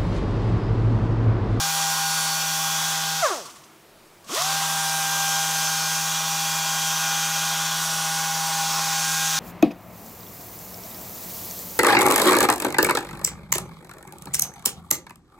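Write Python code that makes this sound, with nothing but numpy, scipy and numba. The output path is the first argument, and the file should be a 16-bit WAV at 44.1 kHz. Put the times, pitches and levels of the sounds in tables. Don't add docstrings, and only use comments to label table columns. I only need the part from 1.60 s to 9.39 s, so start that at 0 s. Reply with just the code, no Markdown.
import sys
import numpy as np
from scipy import signal
from scipy.fft import rfft, irfft, next_fast_len
from scipy.io import wavfile
from scipy.ndimage import uniform_filter1d
from numba import njit

SR = 44100
rng = np.random.default_rng(int(sys.argv[2]) if len(sys.argv) > 2 else 0)


def dump(signal):
    limited = np.clip(np.atleast_2d(signal).T, -1, 1)
    pcm = np.round(limited * 32767).astype(np.int16)
    wavfile.write(sys.argv[1], SR, pcm)


def nominal_scale(level):
    x = np.asarray(level, float) / 20
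    return 10 ** x


N = 343539
T = np.arange(N) / SR
STEP = 64
SLOW_COUNT = N // STEP + 2
VANES = 5
FULL_HZ = 160


def colour(table, hz):
    f_hz, db = np.transpose(table)
    return np.interp(np.log(np.maximum(hz, 1)), np.log(f_hz), db)


def curve(table):
    s, *cols = np.transpose(np.vstack(table))
    return [np.interp(T, s, c) for c in cols]


def unit(x):
    return x / np.sqrt(np.mean(np.abs(x) ** 2))


def walk(rate_hz, count=1, size=SLOW_COUNT):
    k = max(int(SR / STEP / rate_hz), 1)
    kernel_rows = rng.standard_normal((count, size))
    for _ in range(2):
        kernel_rows = uniform_filter1d(kernel_rows, k)
    return unit(kernel_rows)


def upsample(slow):
    return np.interp(np.arange(N) / STEP, np.arange(len(slow)), slow)


def turbulence(table, flicker_db, tilt_db=0):
    size = next_fast_len(N)
    hz = np.arange(size // 2 + 1) * SR / size
    spec = rfft(rng.standard_normal(size)) * nominal_scale(colour(table, hz))
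    centres_oct = np.arange(np.log2(table[0][0]), np.log2(table[-1][0]) + .4, 1 / 3)
    swells = walk(5.1, len(centres_oct)) + 0.84 * walk(20, len(centres_oct))
    out = 0
    for c, swell in zip(centres_oct, swells):
        share = np.clip(1 - 3 * np.abs(np.log2(hz + 1) - c), 0, 1)
        top = np.clip(c - np.log2(5600), 0, 1)
        gain = upsample(nominal_scale(flicker_db * swell))
        out = out + irfft(spec * share, size)[:N] * gain * nominal_scale(top * tilt_db)
    return out


# mid t/s, half length/s, shaft multiple, change/dB
SINGS = [(.4, .7, 36, 9), (4.65, .2, 36, 11), (6.15, .4, 36, 6), (.3, .7, 38, -9), (3.85, .3, 38, 8),
         (5.25, .3, 38, 10), (7.6, .4, 38, 6), (4.1, .8, 40, 9), (5.7, .3, 40, 11), (7, .2, 40, 7),
         (7.65, .25, 40, 10), (1.45, .25, 15, -9), (3.05, .2, 15, -7), (6.45, .45, 15, -14),
         (5, 1.3, 20, 7), (7.2, .6, 20, -9), (7.4, .4, 15, -4), (1.15, .3, 21, 5), (6.05, .4, 21, 5),
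         (.9, .5, 19, 5), (5.7, .3, 19, 4), (7.3, .6, 19, -7), (.5, .5, 28, 8), (.2, .4, 32, 9),
         (4.2, .3, 32, 7), (3.9, .5, 75, 5), (5.5, .4, 75, 4), (7, .9, 75, -8), (.5, .5, 75, -7),
         (4.6, 1.5, 80, 6)]


def sing_db(multiple, t):
    return sum(db * np.exp(-((t - s) / half) ** 4) for s, half, k, db in SINGS if k == multiple)


# t/s, shaft f/Hz, vane tone level/dB, second level/dB
RUN = [
    [(0, 159.6, -32, -39), (.5, 159.9, -34, -38), (.85, 159.5, -37, -40), (1.27, 160.2, -35, -39),
     (1.58, 159.7, -35, -40)],
    [(3, 159.6, -35, -37), (3.27, 158.7, -34, -35), (3.76, 159.3, -34, -34), (4.3, 159.9, -36, -38),
     (4.74, 160.5, -36, -44), (5.4, 160.2, -35, -36), (5.72, 160.7, -37, -37), (6.1, 161.0, -39, -41),
     (6.6, 160.8, -35, -40), (7, 160.6, -32, -46), (7.2, 160.7, -34, -46), (7.42, 160.5, -37, -36),
     (7.79, 160.7, -37, -35)],
]
WHINES = (36, 38, 40)


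def tones(speed):
    third_db, whine_db = -43, -47
    full_hz, vane_db, second_db = curve(RUN)
    shaft_hz = full_hz * speed * (1 + .0008 * upsample(walk(6)[0]))
    free = np.clip((1 - speed) / .04, 0, 1)
    puffs = puffs_db(shaft_hz)
    vanes = [db + free * (puff - db) for db, puff in zip((vane_db, second_db, third_db), puffs)]
    return shaft_hz, vanes + [whine_db - 30 * free] * len(WHINES)


@njit
def multiples(turn, gain, step):
    out = np.zeros(len(turn))
    for i in range(len(turn)):
        j, w, z, total = i // step, np.exp(1j * turn[i]), 1. + 0j, 0.
        u = (i - j * step) / step
        for k in range(gain.shape[1]):
            z *= w
            total += (z * (gain[j, k] + u * (gain[j + 1, k] - gain[j, k]))).imag
        out[i] = total
    return out


# f/Hz, level/dB
HOUSING = [(300, -42), (500, -29.5), (1000, -20), (1400, -25), (2100, -31.5), (2600, -25.5), (3400, -18.5),
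           (4100, -25.5), (4900, -30.5), (5700, -14.5), (6400, -21), (7300, -24), (9000, -43), (12400, -57),
           (15500, -8)]


def rotor(shaft_hz, turn, line_db, hiss_db):
    clatter_db, unbalance_db, vane_boost_db = -1.5, -39.5, 8
    slow = np.minimum(np.arange(SLOW_COUNT) * STEP, N - 1)
    order = np.arange(1, 96)[:, None]
    on_vane = order % VANES == 0
    slack_db = 20 * np.log10(shaft_hz[slow] / FULL_HZ)
    db = colour(HOUSING, order * shaft_hz[slow]) + hiss_db[slow] + clatter_db + 4.4 * slack_db
    db = db + vane_boost_db * on_vane * np.clip((order - 35) / 30, .1, 1)
    db = db + 0.64 * rng.standard_normal(order.shape) + 2.0 * walk(2.5, len(order))
    waver = np.clip(order / 200, .2, .4) * (walk(20, len(order)) + 1j * walk(20, len(order)))
    db[0] = unbalance_db + 6.8 * slack_db
    for k, level_db in zip((VANES, 2 * VANES, 3 * VANES, *WHINES), line_db):
        db[k - 1] = level_db[slow] + 0.37 * (k in WHINES)
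        waver[k - 1] *= .7
    for k in (4, 5, 6):
        over_hz = np.maximum(k * VANES * shaft_hz[slow] - 1300, 0)
        chuff_db = db[3 * VANES - 1] - 5.7 * (k - 3) - over_hz / 60
        db[k * VANES - 1] = np.maximum(db[k * VANES - 1], chuff_db)
    db = db - 8 * (order > 86) * ~on_vane
    waver[0] *= .2
    db = db + np.array([sing_db(k, T[slow]) + 0 * slow for k in order[:, 0]])
    steady = [int(k) - 1 for k, _ in BEARING if k == int(k)]
    db[steady] -= 30 * (shaft_hz[slow] > 150)
    phase = np.exp(2j * np.pi * rng.random(order.shape))
    gain = np.sqrt(2) * nominal_scale(db) * (1 + waver) * phase
    return multiples(turn, np.ascontiguousarray(gain.T), STEP)


# shaft multiple, level/dB
BEARING = [(1.5, -64), (3, -60), (5.83, -51), (6, -46), (6.66, -47), (6.87, -48), (7, -47), (7.37, -51),
           (8.58, -51), (9.1, -43), (13.65, -56), (20, -47), (20.9, -50), (21, -46), (22, -47),
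           (22.75, -51), (28, -48), (28.9, -52), (31.8, -51), (35, -45), (60, -54), (65, -52), (75, -49),
           (77, -56), (80, -55), (85, -52), (90, -51), (93, -58), (95, -58)]


def bearing(shaft_hz, turn):
    out = 0
    for ratio, db in BEARING:
        drift, swell = (upsample(w) for w in walk(1.83, 2))
        gain = np.sqrt(2) * nominal_scale(db + 2.5 * swell + sing_db(ratio, T))
        out = out + gain * np.sin(ratio * turn + .5 * drift) * (shaft_hz / FULL_HZ) ** 12
    return out


# t/s, air level/dB, exhaust turned to phone/dB, pad pressure/dB
GRIP = [(0, -25, 1.5, 0.5), (.15, -26, 3.5, 0.5), (1.2, -27, 4, -0.5), (1.55, -26.5, -0.5, -2),
        (2.85, -25, 2, 1.5), (3.15, -27, 4, 1), (3.8, -25.5, 3, 0), (4.6, -26.5, 1.5, -2.5),
        (5.6, -26, 2, -0.5), (6.7, -27, 2, -2), (7.1, -26.5, 1.5, 2), (7.79, -24, 1.5, -5)]


def grip():
    return curve(GRIP)


def air_flow_db(valve, speed, air_db):
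    bleed = np.minimum(nominal_scale(4) * speed ** 1.31, 1)
    return air_db + 20 * np.log10(np.maximum(valve ** 1.6, bleed))


# f/Hz, level/dB per Hz
HISS = [(880, -32), (1500, 1), (1640, -3.5), (1700, -5), (1950, -2.5), (2220, -12), (2490, -0.5),
        (2890, -2.5), (3280, 1), (4190, -1.5), (4490, -0.5), (6190, 2.5), (8980, -5.5), (10500, -7),
        (15500, -15)]


def hiss(valve, speed, turn, hiss_db, top_db):
    dull_db = -2 * (1 - valve) * speed
    air = unit(turbulence(HISS, 0.87, top_db + dull_db)) * nominal_scale(hiss_db - 0.98)
    return air * (1 + .04 * np.sin(turn) + .04 * np.sin(turn / 2) + .03 * np.sin(2 * turn))


# f/Hz, level/dB per Hz
SCRUB = [(100, -42), (170, -14), (191, -18), (211, -14), (427, -13.5), (621, -1), (738, 2), (804, -2.5),
         (866, 2), (1080, 8), (1210, 5.5), (1430, 3), (1650, -33), (1700, -11), (2200, -2.5), (2860, -43),
         (4840, -120)]


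def scrub(shaft_hz, speed, turn, press_db):
    whirl_db = 8.5 * np.exp(-((shaft_hz - 91.5) / 39) ** 2)
    chatter_db = 1.5 * upsample(walk(25)[0])
    level_db = -34 + press_db + 0.74 * 20 * np.log10(speed) + whirl_db + chatter_db
    throb = 1 + 0.076 * np.sin(turn) + 0.069 * np.sin(turn / 2)
    return unit(turbulence(SCRUB, 0.61)) * nominal_scale(level_db - 2.5) * throb


def room(x):
    t60_s, level_db = .4, -19
    t = T[:SR // 2]
    tail = rng.standard_normal(len(t)) * np.exp(-np.log(1000) * t / t60_s) * (t > .006)
    tail = signal.sosfilt(signal.butter(2, [500, 6000], "bp", fs=SR, output="sos"), tail)
    return nominal_scale(level_db) * signal.fftconvolve(x, tail / np.sqrt(np.sum(tail ** 2)))[:N]


def slab():
    return unit(turbulence([(25, -22), (60, -7), (110, -2), (200, -12)], 4.5)) * nominal_scale(-68)


# f/Hz, level/dB per Hz
SHOP = [(15, -39), (25, -32), (70, -14.5), (169, -2.5), (193, -8), (215, -3), (267, -11), (314, -0.5),
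        (445, -6), (685, -5.5), (3440, -15.5), (10100, -21.5), (15500, -23)]


def shop():
    return unit(turbulence(SHOP, 0.62)) * nominal_scale(-52)


def lever():
    let_go_s, shut_s, coast_s = 1.612, .03, .14
    press_s, open_s, lag_s = 2.65, .11, .042

    def lagged(t):
        return t - lag_s * (1 - np.exp(-t / lag_s))

    since = np.maximum(T - press_s, 0)
    rise = (lagged(since) - lagged(np.maximum(since - open_s, 0))) / open_s
    after = np.maximum(T - let_go_s, 0)
    valve = np.maximum(np.exp(-after / shut_s), np.minimum(since / open_s, 1))
    return valve, np.maximum(np.exp(-after / coast_s), rise)


# f/Hz, width/Hz, level/dB
PORT = [(404, 55, -9.5), (640, 320, -1.5), (1120, 240, 2), (1690, 250, -0.5)]


def port_db(hz):
    modes = (nominal_scale(db) / (1 + 1j * (hz - f_hz ** 2 / hz) / width_hz) for f_hz, width_hz, db in PORT)
    return 20 * np.log10(np.abs(sum(modes)))


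# t/s, puff level/dB, step to each overtone/dB
PUFFS = [
    [(1.6, -47, -3), (1.63, -17, -2), (1.65, -18, -4), (1.678, -30, 5), (1.692, -33, 3),
     (1.722, -24.5, -3.5), (1.745, -37.5, 3), (1.86, -45.5, -3.5), (2.05, -74, 9)],
    [(2.64, -83, -5), (2.7, -36, -3), (2.74, -28.5, -16), (2.758, -35, -9), (2.785, -25, -4),
     (2.81, -28, -7), (2.86, -28.5, -10), (2.9, -17, -5)],
]


def puffs_db(shaft_hz):
    puff_db, step_db = curve(PUFFS)
    return [puff_db + k * step_db + port_db((k + 1) * VANES * shaft_hz) for k in range(3)]


# t/s, peak level/dB, body ring re peak/dB, t60/s
SCUFFS = [(1.853, -28.5, -5, 0.09), (1.897, -32, -14, .07), (1.955, -36, -9, 0.1), (2.035, -38, -8, 0.08),
          (2.64, -40, -4, 0.1), (2.695, -41, 15, 0.033), (2.746, -13, -18, 0.027), (2.813, -21.5, 9, 0.021),
          (2.82, -8, -8, .016)]


def scuffs():
    out, t = np.zeros(N), T[:SR // 8]
    grit_band = signal.butter(2, [2900, 8500], "bp", fs=SR, output="sos")
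    for s, db, ring_db, t60_s in SCUFFS:
        grit = signal.sosfilt(grit_band, rng.standard_normal(len(t)))
        ring = nominal_scale(ring_db) * np.sin(2 * np.pi * 1130 * t)
        fade = (1 - np.exp(-t / (0.046 * t60_s))) * np.exp(-np.log(1000) * t / max(t60_s, .005))
        out[int(s * SR):int(s * SR) + len(t)] += nominal_scale(db) * (grit + ring) * fade
    return out


def thud():
    start_s, level_db, f_hz, t60_s = 2.668, -43, 210, .07
    t = np.maximum(T - start_s, 0)
    return nominal_scale(level_db) * np.sin(2 * np.pi * f_hz * t) * np.exp(-np.log(1000) * t / t60_s)


def scene():
    valve, speed = lever()
    shaft_hz, line_db = tones(speed)
    air_db, top_db, press_db = grip()
    hiss_db = air_flow_db(valve, speed, air_db)
    turn = 2 * np.pi * np.cumsum(shaft_hz) / SR
    near = rotor(shaft_hz, turn, line_db, hiss_db) + bearing(shaft_hz, turn)
    near = near + hiss(valve, speed, turn, hiss_db, top_db) + scrub(shaft_hz, speed, turn, press_db)
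    near = near + scuffs() + thud()
    mid = near + room(near) + slab() + shop()
    return np.array([mid, mid])


def side_grain(mid):
    low_hz, high_hz, width_hz = 4100, 13800, 1500
    side, size = np.zeros(N), int(.046 * SR)
    hz = np.arange(size // 2 + 1) * SR / size
    window = np.sin(np.pi * np.arange(size) / size)
    starts_s = np.arange(.2, N / SR - .2, .24)
    for start_s, (late, place, wide) in zip(starts_s, rng.random((len(starts_s), 3))):
        at = int((start_s + .15 * late) * SR) - size // 2
        from_hz = low_hz + place * (high_hz - low_hz)
        to_hz = from_hz + width_hz * (.7 + .6 * wide)
        other = rfft(mid[at - size:at]) * (hz > from_hz) * (hz < to_hz)
        side[at:at + size] += nominal_scale(-5) * irfft(other, size) * window
    return side


def band_limit(x):
    return signal.sosfilt(signal.butter(12, 15680, fs=SR, output="sos"), x)


def record(dry):
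    dry = signal.sosfilt(signal.ellip(8, .3, 60, 15660, fs=SR, output="sos"), dry)
    side = side_grain(dry[0])
    return band_limit(dry + np.array([side, -side]))


dry = scene()
out = record(dry)
dump(out)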